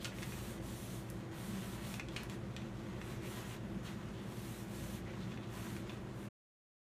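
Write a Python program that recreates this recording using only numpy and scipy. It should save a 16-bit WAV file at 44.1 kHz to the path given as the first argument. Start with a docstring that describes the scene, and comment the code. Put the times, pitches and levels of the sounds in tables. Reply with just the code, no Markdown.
"""A cloth hisses and scuffs as a hand wipes the face frame of a wooden kitchen cabinet in a small room.
Sliding friction makes the sound: fast strokes hiss, pressed ones scuff, and the hollow panels drone.
Now and then the frame ticks or creaks under the hand as the wood sticks and slips.
An appliance motor hums and rumbles throughout. The sound is mono and stops abruptly."""
import sys
import numpy as np
from scipy import signal
from scipy.fft import rfft, irfft, next_fast_len
from scipy.io import wavfile
from scipy.ndimage import uniform_filter1d, map_coordinates

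SR = 44100
rng = np.random.default_rng(int(sys.argv[2]) if len(sys.argv) > 2 else 0)


def unload_audio(sound):
    """Save the sound as a 16-bit wav file, at the path given as the first command line argument."""
    columns = np.transpose(np.atleast_2d(sound))
    # keep every value between -1 and 1, then stretch to whole-number steps
    steps = np.round(np.clip(columns, -1, 1) * 32767)
    wavfile.write(sys.argv[1], SR, steps.astype(np.int16))


N = 307039

# reverberation time of the room: f/Hz, T60/s
ROOM_DECAY = [(200, 0.38), (2500, 0.3), (6000, 0.3), (14000, 0.1425)]
# steady tones of the motor and the mains: f/Hz, rms level/dB
HUM_TONES = [(55.5, -61), (111.03, -55), (120.07, -53.5), (198.2, -61.5), (333.05, -62.5), (360.2, -72),
             (388.6, -64.5), (444, -73)]
# modes of the room and of the cabinet's panels: f/Hz, width/Hz, relative level/dB
ROOM_MODES = [(33.1, 10, -10.5), (55.9, 13.6, -2), (84.8, 20, -3), (132.5, 13, 2), (192, 71, -7),
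              (256.4, 12, -6), (326.6, 24, -1.5), (358, 21, -3), (527.5, 24, -11)]
PANEL_MODES = [(155.7, 12, -4), (192, 27, -0.5), (216.6, 22, -3.5), (246, 18, -16)]
# modes of the frame: f/Hz, relative level/dB, T60/s
FRAME_MODES = [(1500, -29.5, .01), (1936, -13, .007), (2600, -4, 0.0089), (3450, -10, 0.0093),
               (4260, -22.5, 0.0073), (5630, -18, 0.008)]
# spectral envelopes: f/Hz, relative level/dB
AIR_SPECTRUM = [(20, -29), (50, 5), (200, 7.5), (420, 3.5), (620, 2), (800, -2), (1400, -5.5), (2200, -11),
                (3500, -18), (5000, -25), (7000, -25), (10000, -29.5), (15000, -40.5)]
CREAK_SPECTRUM = [(600, -24), (1400, -3), (2000, -10), (2500, 2.5), (3400, -10), (4300, -6.5), (5000, -10),
                  (8000, -15.5), (10500, -22.5), (15000, -33.5)]
CRACK_SPECTRUM = [(700, -22.5), (2000, 1), (4200, 3.5), (5000, 0), (6000, -0.5), (8000, -0.5), (9500, -13),
                  (15000, -27.5)]
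SNAP_SPECTRUM = [(1000, -34), (3500, -19), (5000, -3), (7500, -4), (9500, -1), (13000, -4), (15500, -16)]
HISS_SPECTRUM = [(300, -6), (700, -3), (1500, -2), (3200, 4), (4200, 2.5), (4900, -2.5), (5600, 1),
                 (9700, 2.5), (10400, -1.5), (11200, 1), (13000, -0.5), (15300, -6)]
SCUFF_SPECTRUM = [(200, -7.5), (500, -7.5), (880, 4), (1300, 1.5), (1750, 2.5), (2600, -2), (3600, -3.5),
                  (4800, -10), (7000, -10.5), (10000, -26.5), (15000, -38.5)]
# runs of tiny slips in the wood: onset t/s, duration/s, level/dB
CREAK_EVENTS = [(0.049, 0.012, -43), (0.222, 0.014, -48.5), (0.327, .015, -60.5), (2.165, 0.0079, -41),
                (2.176, 0.043, -59), (5.897, 0.013, -60.5)]
# single slips of the frame: t/s, ring f/Hz, relative level/dB of ring, crack and snap
TICK_EVENTS = [(0.0461, 2760, -46, -31, -52), (0.1855, 2280, -37, -55, -63),
               (0.2287, 2100, -31.5, -43.5, -57.5), (0.3226, 2330, -37.5, -48, -62),
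               (1.101, 1820, -59, -54.5, -37), (1.9411, 2600, -31.5, -36.5, -40),
               (1.997, 2320, -29, -41.5, -60), (2.086, 3400, -39.5, -46, -67),
               (2.1628, 2390, -30, -41.5, -58), (2.2335, 1500, -42.5, -48, -39),
               (2.298, 3450, -43, -41.5, -43.5), (2.5648, 3170, -33, -42.5, -57),
               (2.6182, 2880, -45, -62, -76), (3.0151, 2070, -37, -54, -69),
               (5.3184, 1970, -40, -60, -61.5), (5.3744, 2047, -40, -70, -71),
               (5.5382, 1780, -43, -58, -54.5), (5.7652, 2335, -38, -48, -64),
               (5.8953, 2756, -36.5, -64, -60.5)]
# short grips of the cloth on the wood: centre t/s, duration/s, f/Hz, level/dB
GRIP_EVENTS = [(0.018, 0.031, 3460, -56.5), (0.129, 0.028, 1850, -55.5), (1.602, .1, 3000, -61.5),
               (3.259, 0.048, 2290, -56), (3.364, .05, 3320, -60.5), (3.52, 0.058, 2500, -60),
               (3.876, 0.037, 3080, -56.5), (4.184, 0.076, 3180, -64), (5.089, 0.038, 2020, -56.5),
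               (5.14, 0.018, 2430, -60.5), (5.231, 0.028, 3410, -60), (5.437, .02, 3190, -59.5)]
# strokes of the hand: onset t/s, duration/s, rise/s, fall/s, relative level/dB of hiss, scuff and drone
HAND_STROKES = [(0.0, 0.12, 0.037, 0.069, -61.5, -59.5, -51),
                (0.094, 0.53, 0.16, 0.14, -60.5, -59.5, -49.5),
                (0.595, 0.47, 0.093, .12, -60.7, -66.5, -57.5), (0.99, 0.28, .04, .13, -72.5, -79, -50),
                (1.3, .52, .12, 0.081, -61.5, -57.5, -44.5), (1.745, .285, 0.16, 0.11, -59.5, -55.5, -45.5),
                (2.098, 0.18, 0.056, .04, -71, -58.5, -49.5), (2.28, 0.11, 0.043, .07, -67.5, -56, -64),
                (2.523, 0.17, 0.084, 0.08, -86, -64, -45.5), (2.732, 0.3, 0.046, .08, -80.5, -63, -51),
                (2.953, 0.26, .15, 0.098, -66.5, -57, -59.5), (3.18, 0.31, 0.15, .12, -60.5, -55.5, -52),
                (3.416, .18, 0.075, 0.074, -63, -56.5, -51.5), (3.616, 0.21, 0.036, .08, -81.5, -69, -43.5),
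                (3.818, 0.15, .05, 0.11, -65, -54.5, -50), (3.887, 0.65, .04, 0.058, -79.5, -64, -47.5),
                (4.153, 0.54, 0.37, 0.11, -62.3, -67, -48), (4.644, .385, .15, 0.083, -61, -63, -45),
                (5.02, 0.36, 0.18, .08, -78.5, -59.5, -44), (5.464, 0.42, 0.13, 0.21, -62.5, -56.5, -47),
                (5.854, 0.16, .04, 0.1, -73.5, -59.5, -61.5), (6.111, 0.18, 0.12, 0.043, -70, -67.5, -45.5)]

HISS_EXPONENT, SCUFF_EXPONENT, DRONE_EXPONENT = 0.71, .33, 0.42  # amplitude ~ speed ** exponent
HISS_REST_DB, SCUFF_REST_DB, DRONE_REST_DB = -79.5, -64, -52  # relative floors as the hand turns or creeps
END_S, TOP_HZ = 6.285, 15550


def amp(db):
    """Amplitude ratio: a factor of ten for every 20 dB."""
    return 10 ** (np.asarray(db) / 20)


def unit(x):
    """Normalisation to rms 1."""
    return x / np.sqrt(np.mean(x ** 2) + 1e-20)


def peaked(x):
    """Normalisation to peak 1."""
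    return x / np.max(np.abs(x))


def along(points, hz):
    """Interpolation of (f/Hz, value) points on a logarithmic frequency axis."""
    f, v = np.transpose(points)
    return np.interp(np.log(hz + 1), np.log(f + 1), v)


def wobble(rate):
    """Random modulation: a smooth curve through `rate` knots a second."""
    knots = rng.standard_normal(int(N * rate / SR) + 4)
    return map_coordinates(knots, [np.arange(N) * rate / SR])


def filtered(x, response):
    """Linear filtering: the spectrum is multiplied by a frequency response."""
    m = next_fast_len(len(x) + 8192)
    return irfft(rfft(x, m) * response(np.fft.rfftfreq(m, 1 / SR)), m)[:len(x)]


def coloured(x, spectrum):
    """Spectral shaping by an envelope, at rms 1."""
    return unit(filtered(x, lambda hz: amp(along(spectrum, hz))))


def causal(x, spectrum):
    """Minimum-phase filtering colours a short sound and keeps its attack sharp."""
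    m = len(x)
    cepstrum = irfft(np.log(amp(along(spectrum, np.fft.rfftfreq(m, 1 / SR)))), m)
    fold = 1 + np.sign(np.fft.fftfreq(m))
    return irfft(rfft(x) * np.exp(rfft(cepstrum * fold)), m)


def resonant(x, modes):
    """Resonance: steep modes, added in power, filter x; the result has rms 1."""
    power = lambda f: sum(amp(2 * db) / (1 + ((f * f - f0 * f0) / (f * width + 1e-6)) ** 2) ** 2
                          for f0, width, db in modes)
    return unit(filtered(x, lambda f: np.sqrt(power(f))))


def catches(rate, spread_db):
    """A Poisson process: catching and letting go gives random impulses of uneven size."""
    chosen = rng.random(N) < rate / SR
    return unit(chosen * rng.standard_normal(N) * amp(spread_db * rng.standard_normal(N)))


def patchy(x, depth_db):
    """Spectral modulation: the colour shifts as the contact moves over the grain."""
    z = signal.stft(x, nperseg=512)[2]
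    field = uniform_filter1d(rng.standard_normal(z.shape), size=6, axis=0)  # smooth in frequency
    field = uniform_filter1d(field, size=12, axis=1)  # and in time
    return signal.istft(z * amp(depth_db * unit(field)), nperseg=512)[1][:N]


def stroking(levels_db, exponent, rest_db):
    """A power law: amplitude follows the hand's speed as each stroke speeds up, glides and slows."""
    t = np.arange(N) / SR
    energy = np.full(N, amp(rest_db) ** 2)
    for (start, length, rise, fall, *_), db in zip(HAND_STROKES, levels_db):
        on = (t > start) & (t < start + length)
        ramp = np.minimum((t[on] - start) / rise, (start + length - t[on]) / fall)
        speed = np.sin(np.pi / 2 * np.clip(ramp, 0, 1)) ** 2
        energy[on] += (amp(db) * speed ** exponent) ** 2
    return np.sqrt(energy)


def room(x, shelves_db, shelves_t60, walls_db):
    """Reverberation: reflections from the open shelves die quickly, those from the walls linger."""
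    hz, t, z = signal.stft(rng.standard_normal((2, SR // 2)), SR, nperseg=256)
    walls_t60 = along(ROOM_DECAY, hz)
    t60 = np.array([shelves_t60 * walls_t60 / ROOM_DECAY[1][1], walls_t60])[:, :, None]
    tails = signal.istft(z * amp(-60 * t / t60), SR, nperseg=256)[1]
    shelves, walls = tails / np.linalg.norm(tails, axis=1, keepdims=True)
    reflections = np.pad(amp(shelves_db) * shelves + amp(walls_db) * walls, (int(.002 * SR), 0))
    return x + signal.fftconvolve(x, reflections)[:N]


def appliance():
    """Forced vibration: motor and mains tones sound over rumbling room modes and a soft rush of air."""
    t = np.arange(N) / SR
    hum = np.zeros(N)
    for hz, db in HUM_TONES:
        waver_db, phase_drift = 1.1 * wobble(3), .1 * wobble(3)
        hum += amp(db + waver_db) * unit(np.sin(2 * np.pi * (hz * t + rng.random()) + phase_drift))
    rumble = resonant(rng.standard_normal(N), ROOM_MODES) * amp(-51.5 + 1.6 * wobble(6.5))
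    air = amp(-53.0) * coloured(rng.standard_normal(N), AIR_SPECTRUM)
    return hum + rumble + air


def cabinet():
    """Panel resonance: broadband rubbing drives the modes of the hollow cabinet."""
    *_, drone_db = np.transpose(HAND_STROKES)
    drone = resonant(rng.standard_normal(N), PANEL_MODES)
    return drone * stroking(drone_db, DRONE_EXPONENT, DRONE_REST_DB) * amp(-4)


def creaks():
    """Stick-slip motion: slips in the wood follow so fast that they merge into a short rasp."""
    t = np.arange(N) / SR
    envelope = sum(amp(db) * (t >= start) * np.exp(-((t - start) / length) ** 4)
                   for start, length, db in CREAK_EVENTS)
    return envelope * coloured(catches(rate=3000, spread_db=2), CREAK_SPECTRUM)


def ticks():
    """Impulse excitation: one slip gives a crack, a snap and a damped ring that depends on the spot."""
    out, t = np.zeros(N + SR), np.arange(SR // 10) / SR
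    impulse = t == 0
    for start, pitch_hz, ring_db, crack_db, snap_db in TICK_EVENTS:
        hz, mode_db, t60 = np.transpose([(pitch_hz, 0, .0042)] + list(FRAME_MODES))[:, :, None]
        strength = amp(mode_db + rng.standard_normal(hz.shape))
        ring = np.sum(strength * amp(-60 * t / t60) * np.sin(2 * np.pi * hz * t), axis=0)
        splinters = .08 * rng.standard_normal(len(t)) * amp(-60 * t / .007)
        slip = impulse + splinters
        scatter = .04 * rng.standard_normal(len(t)) * amp(-60 * t / 0.055)  # spread through the joints
        tick = amp(ring_db + 2.5) * peaked(signal.fftconvolve(impulse + scatter, ring)[:len(t)])
        tick += amp(crack_db + 7.5) * peaked(causal(slip, CRACK_SPECTRUM))
        tick += amp(snap_db + 5.5) * peaked(causal(slip, SNAP_SPECTRUM))
        out[round((start + .0003) * SR):][:len(t)] += tick
    return out[:N]


def grips():
    """Frictional chatter: where the cloth grips, its noise gathers briefly around one pitch."""
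    out, t = np.zeros(N + 2 * SR), np.arange(-SR // 8, SR // 8) / SR
    for centre, length, hz, db in GRIP_EVENTS:
        friction = rng.standard_normal(len(t)) * amp(3 * rng.standard_normal(len(t)))
        chatter = resonant(friction, [(hz, .5 * hz, 0)])
        envelope = amp(db) * np.exp(-2 * (t / length) ** 2)
        out[SR + round((centre + t[0]) * SR):][:len(t)] += envelope * chatter
    return out[SR:SR + N]


def cloth():
    """Sliding friction: countless fibres merge into a hiss; coarser catches under pressure scuff."""
    *_, hiss_db, scuff_db, _ = np.transpose(HAND_STROKES)
    fibres = coloured(patchy(rng.standard_normal(N), depth_db=1.3), HISS_SPECTRUM)
    catching = patchy(catches(rate=4000, spread_db=2), depth_db=1.1)
    uneven_db = .7 * wobble(35)
    grain = coloured(room(catching, shelves_db=-6.0, shelves_t60=0.064, walls_db=-9.5), SCUFF_SPECTRUM)
    hiss = fibres * stroking(hiss_db, HISS_EXPONENT, HISS_REST_DB) * amp(4.5 + 0.27 * wobble(25))
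    scuff = grain * stroking(scuff_db, SCUFF_EXPONENT, SCUFF_REST_DB) * amp(uneven_db)
    return hiss + scuff


def scene():
    """Superposition: the pressures of all sources add at one point, the same in both channels."""
    frame = room(ticks() + creaks(), shelves_db=-8, shelves_t60=0.034, walls_db=-5.5)
    mono = cloth() + grips() + cabinet() + frame + appliance()
    return np.array([mono, mono])


def record(dry):
    """Gating and band limiting: the sound stops at END_S and holds nothing above TOP_HZ."""
    gate = np.clip((END_S - np.arange(N) / SR) / .008 + .5, 0, 1)
    return np.array([filtered(x * gate, lambda hz: hz < TOP_HZ) for x in dry])


dry = scene()
out = record(dry)
unload_audio(out)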